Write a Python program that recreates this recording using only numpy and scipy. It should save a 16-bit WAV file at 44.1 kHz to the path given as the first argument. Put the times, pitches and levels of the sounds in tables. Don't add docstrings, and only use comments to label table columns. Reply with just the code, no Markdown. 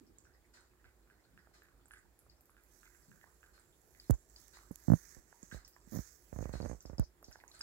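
import sys
import numpy as np
from scipy import signal
from scipy.io import wavfile
from scipy.ndimage import uniform_filter1d

SR = 44100
rng = np.random.default_rng(int(sys.argv[2]) if len(sys.argv) > 2 else 0)


def write(x):
    x = np.atleast_2d(x).T
    wavfile.write(sys.argv[1], SR, np.round(np.clip(x, -1, 1) * 32767).astype(np.int16))


N = 336042
EDGE_HZ = 15900

# start_s, level_db, pitch_hz
POPS = [(0.252, -63.5, 1440), (0.572, -60, 1400), (0.736, -65.5, 1100), (0.814, -69, 895),
        (0.843, -60, 1520), (0.858, -64, 2080), (1.074, -69, 1320), (1.1, -60.5, 1510),
        (1.251, -69.5, 1510), (1.376, -56, 1540), (1.472, -58, 745), (1.62, -58.5, 1610),
        (1.685, -65, 1360), (1.857, -62, 780), (1.909, -51.5, 1585), (1.936, -52.5, 1530),
        (2.265, -62.5, 704), (2.495, -61, 1210), (2.567, -62, 1530), (2.831, -57.5, 1470),
        (2.855, -61.5, 2120), (2.948, -62.5, 1520), (3.116, -59.5, 1500), (3.213, -60, 1780),
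        (3.241, -52.5, 900), (3.43, -56.5, 1480), (3.578, -61.5, 1400), (3.949, -61.5, 1970),
        (4.571, -51.5, 1040), (4.589, -55.5, 1210), (5.327, -51.5, 850), (5.514, -49, 1640),
        (5.764, -51.5, 990), (6.44, -56.5, 2120), (7.228, -51, 650), (7.313, -59, 1640),
        (7.357, -46.5, 850), (7.401, -56.5, 1960), (7.438, -48.5, 885), (7.608, -46.5, 1450)]
# start_s, level_db, pitch_hz
SMACKS = [(0.185, -55.5, 7100), (0.608, -63.5, 8400), (1.6337, -58, 12600), (1.8572, -59, 7900),
          (1.8834, -56.5, 11600), (1.918, -53.5, 9700), (1.936, -54.5, 10300), (2.191, -52.5, 11000),
          (2.298, -59.5, 4640), (2.409, -53, 13100), (2.457, -55, 13900), (2.503, -59, 10900),
          (2.6374, -54, 14400), (3.597, -60.5, 8250), (3.999, -50, 4640), (4.1402, -52, 6600),
          (4.299, -60, 7350), (4.3616, -48.5, 4630), (4.715, -49, 11400), (4.8, -53, 12200),
          (4.918, -49, 11100), (4.9346, -51.5, 10200), (5.4293, -48.5, 6800), (5.6486, -50.5, 5470),
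          (5.679, -39.5, 15900), (5.9507, -50, 6200), (6.62, -49.5, 4600), (6.806, -51, 6000),
          (6.8263, -51, 13400), (6.858, -51, 5150), (6.982, -45, 5100), (7.228, -51, 13300),
          (7.2437, -47.5, 5500), (7.3122, -55, 11600), (7.3272, -50, 5340), (7.479, -52.5, 6500),
          (7.4957, -59, 11600), (7.515, -53, 3980), (7.55, -57, 7640), (7.593, -48, 8700),
          (7.6112, -36, 5000)]
# pitch_hz, share_db
POP_ROOM = [(800, -17), (1400, -3.5)]


def amp(db):
    return 10 ** (np.asarray(db) / 20)


def evened(x):
    return x / np.sqrt(np.mean(x ** 2) + 1e-20)


def read(points, hz):
    f, value = np.transpose(points)
    return np.interp(np.log(hz + 1), np.log(f + 1), value)


def add(mix, s, sound):
    part = mix[round(s * SR):][:len(sound)]
    part += sound[:len(part)]


def resonate(x, modes):
    total = 0
    for hz, width_hz, db in modes:
        b, a = signal.iirpeak(hz, hz / width_hz, SR)
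        total = total + amp(db) * signal.lfilter(b, a, x)
    return total


def blip(db, hz, cycles, glide=0.75):
    turns = np.arange(3000) * hz / SR
    swell = turns ** 2 * np.exp(-turns / (0.13 * cycles))
    shape = swell * np.sin(2 * np.pi * turns * (1 + 0.02 * glide * turns))
    return amp(db) * shape / abs(shape).max()


def mottled(x, patchy_db):
    z = signal.stft(x, nperseg=512)[2]
    patches = rng.standard_normal(z.shape[::-1]).T
    patches = uniform_filter1d(uniform_filter1d(patches, 14, 0), 16, 1)
    return signal.istft(z * amp(patchy_db * evened(patches)), nperseg=512)[1][:N]


def tongue_pops(near, far):
    # pitch_hz, length_cycles
    pop_cycles = [(900, 1.94), (1450, 3.9)]
    slosh_db, slosh_t60_s = -15, 0.36
    t = np.arange(7000) / SR
    for s, db, hz in POPS:
        noise, wobble = rng.standard_normal((2, len(t)))
        room_db = read(POP_ROOM, hz)
        ragged = amp(4.8 * evened(uniform_filter1d(wobble, 350)) - 60 * t / slosh_t60_s)
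        churn = evened(resonate(noise, [(hz, 190, 0)]))
        add(near, s, amp(db + slosh_db + room_db) * ragged * churn)
        ring = blip(db, hz, read(pop_cycles, hz), glide=0.43)
        snap = blip(db - 4.0, 1.6 * hz, 4.2)
        add(near, s, ring + snap)
        add(far, s, blip(db - 4.0 + room_db, hz, 13.0, glide=0.32))


def wet_smacks(near, far):
    ring_db, crack_db, room_db, fizz_db = -2.5, -2.5, -9, -22.5
    fizz_t60_s, fizz_width = 0.21, 0.34
    t = np.arange(7000) / SR
    for s, db, hz in SMACKS:
        film = [(min(hz, EDGE_HZ), fizz_width * hz, 0)]
        fizz = evened(resonate(resonate(rng.standard_normal(len(t)), film), film))
        add(near, s, amp(db + fizz_db - 60 * t / fizz_t60_s) * fizz)
        add(near, s, blip(db + ring_db, hz, 18, glide=0.099) + blip(db + crack_db, hz, 0.67))
        two_pockets = blip(db, hz, 2.5) + 1.3 * blip(db, hz * 0.96, 2.7)
        add(far, s, amp(room_db) * two_pockets)


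def droplets(near, far):
    drops = []
    for s, db, hz in POPS + SMACKS:
        for when, size, pitch in rng.random((5, 3)):
            drops.append((s + 0.09 * when, db - 27.5 + 12 * size, hz * (0.725 + 0.45 * pitch)))
    for when, size, pitch in rng.random((160, 3)):
        drops.append((when * N / SR, -84 + 12 * size, 600 * 20 ** pitch))
    for s, db, hz in drops:
        drop = blip(db, min(hz, EDGE_HZ), 10.0)
        add(near, s, drop)
        add(far, s, amp(9.0 + read(POP_ROOM, hz)) * drop)


def bowl_knocks(near, far):
    # start_s, level_db, pitch_hz
    knocks = [(.008, -57, 296), (.09, -63.5, 333), (1.332, -66.5, 171), (3.079, -60.5, 175)]
    for s, db, hz in knocks:
        add(near, s, blip(db, hz, 0.027 * hz, glide=0.071))
        add(far, s, blip(db + 3.0, hz, 3.2, glide=0.1))


def lapping():
    near, far = np.zeros((2, N))
    tongue_pops(near, far)
    wet_smacks(near, far)
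    droplets(near, far)
    bowl_knocks(near, far)
    return near, far


def nose():
    # start_s, level_db
    puffs = [(0.53, -77), (1.53, -80), (3.528, -83), (4.527, -75), (5.517, -74.5), (6.521, -69.5),
             (7.53, -76.5)]
    # pitch_hz, width_hz, level_db
    nostrils = [(1460, 1000, 9), (3980, 440, 5), (5800, 7100, -4.5)]
    out, t = np.zeros(N), np.arange(8000) / SR
    for s, db in puffs:
        air = evened(resonate(rng.standard_normal(len(t)), nostrils))
        add(out, s, amp(db) * air * np.minimum(t / 0.0018, 1) * np.exp(-(t / 0.045) ** 0.88))
    return out


def slips():
    # start_s, level_db, way (push +1, pull -1), first_hz, rise_ms
    slip_list = [(0.855, -56, 1, 69, 2), (4.0971, -14.5, -1, 423, 5.6), (4.1055, -14, 1, 219, 2.14),
                 (4.7093, -29, -1, 225, 32), (4.8825, -14, 1, 295, 4.9), (4.9008, -10, 1, 283, 4),
                 (4.9191, -7.5, 1, 296, 4.1), (4.9351, -8, 1, 274, 3.8), (5.167, -45.5, 1, 686, 2.4),
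                 (5.4294, -42, -1, 365, 8.6), (5.525, -39, -1, 440, 3.5), (5.545, -36, -1, 456, 0.95),
                 (5.8728, -46.5, -1, 251, 15), (5.9213, -34.5, -1, 278, 12), (5.9302, -32.5, -1, 277, 16),
                 (5.9398, -32.5, -1, 332, 3.6), (5.9481, -30.5, -1, 275, 21), (5.9593, -31, -1, 416, 0.9),
                 (5.9701, -26.5, -1, 353, 4), (5.9887, -26.5, -1, 424, 3.54), (6.3281, -36, -1, 440, 0.075),
                 (6.3612, -32, -1, 382, 1.3), (6.3885, -29.5, -1, 390, 0.68), (6.4074, -30, -1, 400, 1.8),
                 (6.4262, -33.5, -1, 450, 0.1), (6.4559, -31.5, -1, 446, 0.091),
                 (6.4934, -34, -1, 410, 0.26), (6.538, -32, -1, 445, 0.071), (6.5539, -32.5, -1, 445, 0.4),
                 (6.6018, -31.5, -1, 600, 0.043), (6.612, -33.5, -1, 400, 0.66),
                 (6.628, -33, -1, 525, 0.57), (6.641, -32.5, -1, 390, 2.2), (6.65, -35, -1, 600, 0.09),
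                 (6.6585, -32.5, -1, 640, 0.054), (6.662, -31, -1, 500, 0.59),
                 (6.697, -34.5, -1, 500, 0.26), (6.7135, -32.5, -1, 556, 0.066),
                 (6.73, -35.5, -1, 484, 0.81), (6.748, -47, -1, 600, 0.3), (6.8535, -39.5, -1, 496, 0.08),
                 (6.8979, -37.5, -1, 500, 0.3), (6.9312, -37, -1, 424, 1.1), (6.983, -36, -1, 399.4, 0.8),
                 (6.995, -18, 1, 420, 3.27), (7.2826, -45.5, 1, 670, 3.4)]
    # pitch_hz, level_db, t60_s
    shell_modes = [(517, 3.5, 0.0094), (1030, -6, 0.00196)]
    case_hz = 51.7
    quick_turns, turns_per_rise_ms = 0.65, 0.12
    free_t60_ms, gaps_to_die, damping_per_rise_ms = 870, 5.8, 0.0024
    grip_from_ms, grip_per_rise_ms, grip_most = 3.2, 2.3, 0.96
    push_turns, pull_turns = 1.1, 1.45
    settle_ms = 44
    shiver_hz, shiver_db, shiver_cycles = 165, -18, 6
    crack_hz, crack_db, crack_db_per_rise_ms = 2430, -23.5, -8

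    out, shell, crack = np.zeros((3, N))
    t = np.arange(14000) / SR
    ms = 1000 * t
    snap = sum(amp(db - 60 * t / t60_s) * np.sin(2 * np.pi * hz * t) for hz, db, t60_s in shell_modes)
    gaps_ms = 1000 * np.diff([row[0] for row in slip_list] + [N / SR])
    for (s, db, way, hz, rise_ms), gap_ms in zip(slip_list, gaps_ms):
        quick = quick_turns + turns_per_rise_ms * rise_ms
        turns = case_hz * t + quick * (1 - np.exp(-(hz - case_hz) * t / quick))
        t60_ms = 1 / (1 / free_t60_ms + 1 / (gaps_to_die * gap_ms) + damping_per_rise_ms * rise_ms)
        grip = np.clip(grip_per_rise_ms * (rise_ms - grip_from_ms), 0, grip_most)
        free_turns = push_turns if way > 0 else pull_turns
        held = 1 - grip + grip * np.exp(-(turns / free_turns) ** 6)
        held = held * np.exp(-(ms / settle_ms) ** 4)
        swing = (1 - np.exp(-ms / rise_ms)) * amp(-60 * ms / t60_ms) * held * np.sin(2 * np.pi * turns)
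        swing = swing / abs(swing).max()
        add(out, s, np.sign(way) * amp(db) * (swing + amp(-2.4 * rise_ms) * snap))
        add(shell, s, -amp(db) * (amp(4 - 0.79 * rise_ms) * snap + 0.64 * swing))
        add(out, s, grip * blip(db + shiver_db, shiver_hz, shiver_cycles, glide=0))
        add(crack, s, blip(db + crack_db + crack_db_per_rise_ms * rise_ms, crack_hz, 5.4, glide=0.2))
    return out, shell, crack


def rocking():
    # start_s, level_db, pitch_hz, length_cycles
    rocks = [(4.104, -30, 150, 3.6), (6.9946, -22.5, 177, 2.7)]
    out = np.zeros(N)
    for s, db, hz, cycles in rocks:
        add(out, s, blip(db, hz, cycles, glide=-14.5))
    return out


def rattle(jolt):
    shaking = np.tanh(np.sqrt(abs(uniform_filter1d(jolt ** 2, 300))) / amp(-38.0))
    modes = [(171, 160, 0.5), (456, 165, -8.5), (900, 100, -23), (1910, 450, -24.0)]
    return amp(-51) * shaking * evened(resonate(rng.standard_normal(N), modes))


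def skin():
    # time_s, level_db, hiss_db
    rub = [(2.45, -102, 9), (2.75, -65, -2), (3.7, -77, 0), (4.05, -66, 1), (4.25, -73, -3.5),
           (4.4, -61.5, -1), (4.7, -67, -4.5), (4.9, -59.5, 1.5), (5.122, -55, -3), (5.25, -68, -8),
           (5.55, -58, -5), (5.63, -76, -6), (5.86, -69.5, -8), (5.94, -52.5, 8), (6.06, -57, -2.5),
           (6.28, -68.5, 1), (6.42, -57.5, -5.5), (6.56, -66, -9), (6.7, -55, -18), (6.78, -68, -8.5),
           (7.15, -91, 3.5), (7.3, -80, 5)]
    # pitch_hz, width_hz, level_db
    skin_mid = [(1770, 390, 0), (6420, 980, 4.5)]
    # pitch_hz, width_hz, level_db
    skin_top = [(10700, 2400, 7), (14650, 4100, 2.1)]
    # pitch_hz, width_hz, level_db
    light_touch = [(7450, 580, 9)]
    # start_s, level_db
    ticks = [(4.103, -44), (4.1086, -33), (4.482, -51.5), (4.758, -40), (6.997, -39.5)]
    light_db, firm_db = -80.5, -53.5
    tick_hz = 6880

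    s, db, top_db = np.transpose(rub)
    t = np.arange(N) / SR
    level_db = np.interp(t, s, db)
    bumps = evened(uniform_filter1d(rng.standard_normal(N), 150))
    grain = rng.standard_normal(N) * amp(2.0 * bumps)
    firm = np.clip((level_db - light_db) / (firm_db - light_db), 0, 1)
    firm_rub = evened(resonate(grain, skin_mid))
    light_rub = evened(resonate(grain, skin_mid[:1] + light_touch))
    hiss = evened(resonate(grain, skin_top[1:]) + (1.2 - firm) * resonate(grain, skin_top[:1]))
    out = firm * firm_rub + (1 - firm) * light_rub + amp(np.interp(t, s, top_db)) * hiss
    out = mottled(out, patchy_db=1.6) * amp(level_db) * (t > s[0])
    for when, tick_db in ticks:
        add(out, when, blip(tick_db, tick_hz, 16.0, glide=0.24))
        add(out, when, blip(tick_db + 17.0 + np.interp(when, s, top_db), 11700, 1.76, glide=0.1))
    return out


def walls(x):
    # pitch_hz, t60_s
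    decay = [(500, 0.48), (1600, 0.15), (5000, 0.16), (12000, 0.089)]
    taps = np.zeros((2, SR // 2))
    at = np.arange(200, SR // 2 - 20, 20)
    at = at + rng.integers(0, 20, (2, len(at)))
    np.put_along_axis(taps, at, rng.choice([-1., 1.], at.shape), 1)
    hz, t, z = signal.stft(taps, SR, nperseg=256)
    tail = signal.istft(z * amp(-60 * t / read(decay, hz)[:, None]), SR, nperseg=256)[1]
    return signal.fftconvolve(x[None], tail / np.linalg.norm(tail[0]), axes=1)[:, :N]


def room_tone():
    # pitch_hz, density_db (per Hz)
    colour = [(60, -7.5), (110, -8), (195, -15.5), (355, -10.5), (554, -18), (1160, -24), (2980, -35),
              (5900, -39), (14800, -31.5)]
    # pitch_hz, likeness (0 to 1)
    likeness = [(60, 0.46), (400, 0.64), (800, 0.66), (2000, 0.023)]
    frames, hz = N // 256 + 5, np.fft.rfftfreq(1024, 1 / SR)
    a, b, c, d, patches = rng.standard_normal((frames, 513, 5)).T
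    patches = evened(uniform_filter1d(uniform_filter1d(patches, 12, 0), 14, 1))
    same = np.clip(read(likeness, hz), -1, 1)[:, None]
    left, other = a + 1j * b, c + 1j * d
    z = np.array([left, same * left + np.sqrt(1 - same ** 2) * other])
    drift_db = np.clip(900 / (hz[:, None] + 400), 0.7, 2) * patches
    z *= amp(read(colour, hz)[:, None] + drift_db)
    return amp(-73.5) * evened(signal.istft(z, nperseg=1024, noverlap=768)[1][:, :N])


def building_hum():
    out = np.zeros(N)
    for db, hz, width_hz in [(-73.0, 51.2, 20), (-86, 354.3, 14)]:
        mode = [(hz, width_hz, 0)]
        out += amp(db) * evened(resonate(resonate(rng.standard_normal(N), mode), mode))
    return out


def scene():
    # time_s, left_direct_db, room_share_db
    approach = [(3.9, -1, -3.5), (4.099, -5, -5)]
    # pitch_hz, width_hz, level_db
    left_port = [(2470, 270, 0.3), (4800, 1900, 9.7)]
    # pitch_hz, width_hz, level_db
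    right_port = [(1693, 530, 1.7), (7180, 1220, 8.4)]

    near, far = lapping()
    puffs = nose()
    t = np.arange(N) / SR
    s, shade_db, room_db = np.transpose(approach)
    shade, wet = amp(np.interp(t, s, shade_db)), amp(np.interp(t, s, room_db))
    direct = near * [shade, np.ones(N)] + 0.24 * puffs
    air = direct + walls(wet * far + 2.8 * puffs) + room_tone() + building_hum()
    left = air[0] + resonate(air[0], left_port)
    late = np.roll(air[1], 4)
    right = amp(4.0) * (late + resonate(late, right_port))

    jolt, shell, crack = slips()
    rub = skin()
    soft_skin = signal.butter(8, 1950, fs=SR, output="sos")
    jolt = signal.sosfilt(soft_skin, jolt + rattle(jolt))
    shell = np.roll(shell, 12)
    shell = shell + resonate(shell, [(67.5, 39, 14)]) + 10.8 * rattle(jolt)
    through_case = amp(-25.0) * signal.sosfilt(signal.butter(4, 850, fs=SR, output="sos"), shell)
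    left = left + through_case + rocking() + amp(-20) * np.roll(rub, 40)
    return np.array([left, right + jolt + crack + rub])


def record(dry):
    dry = signal.sosfilt(signal.butter(3, 38, "high", fs=SR, output="sos"), dry)
    band = signal.firwin(511, EDGE_HZ, window=("kaiser", 9), fs=SR)
    return signal.oaconvolve(dry, band[None], "same")


dry = scene()
out = record(dry)
write(out)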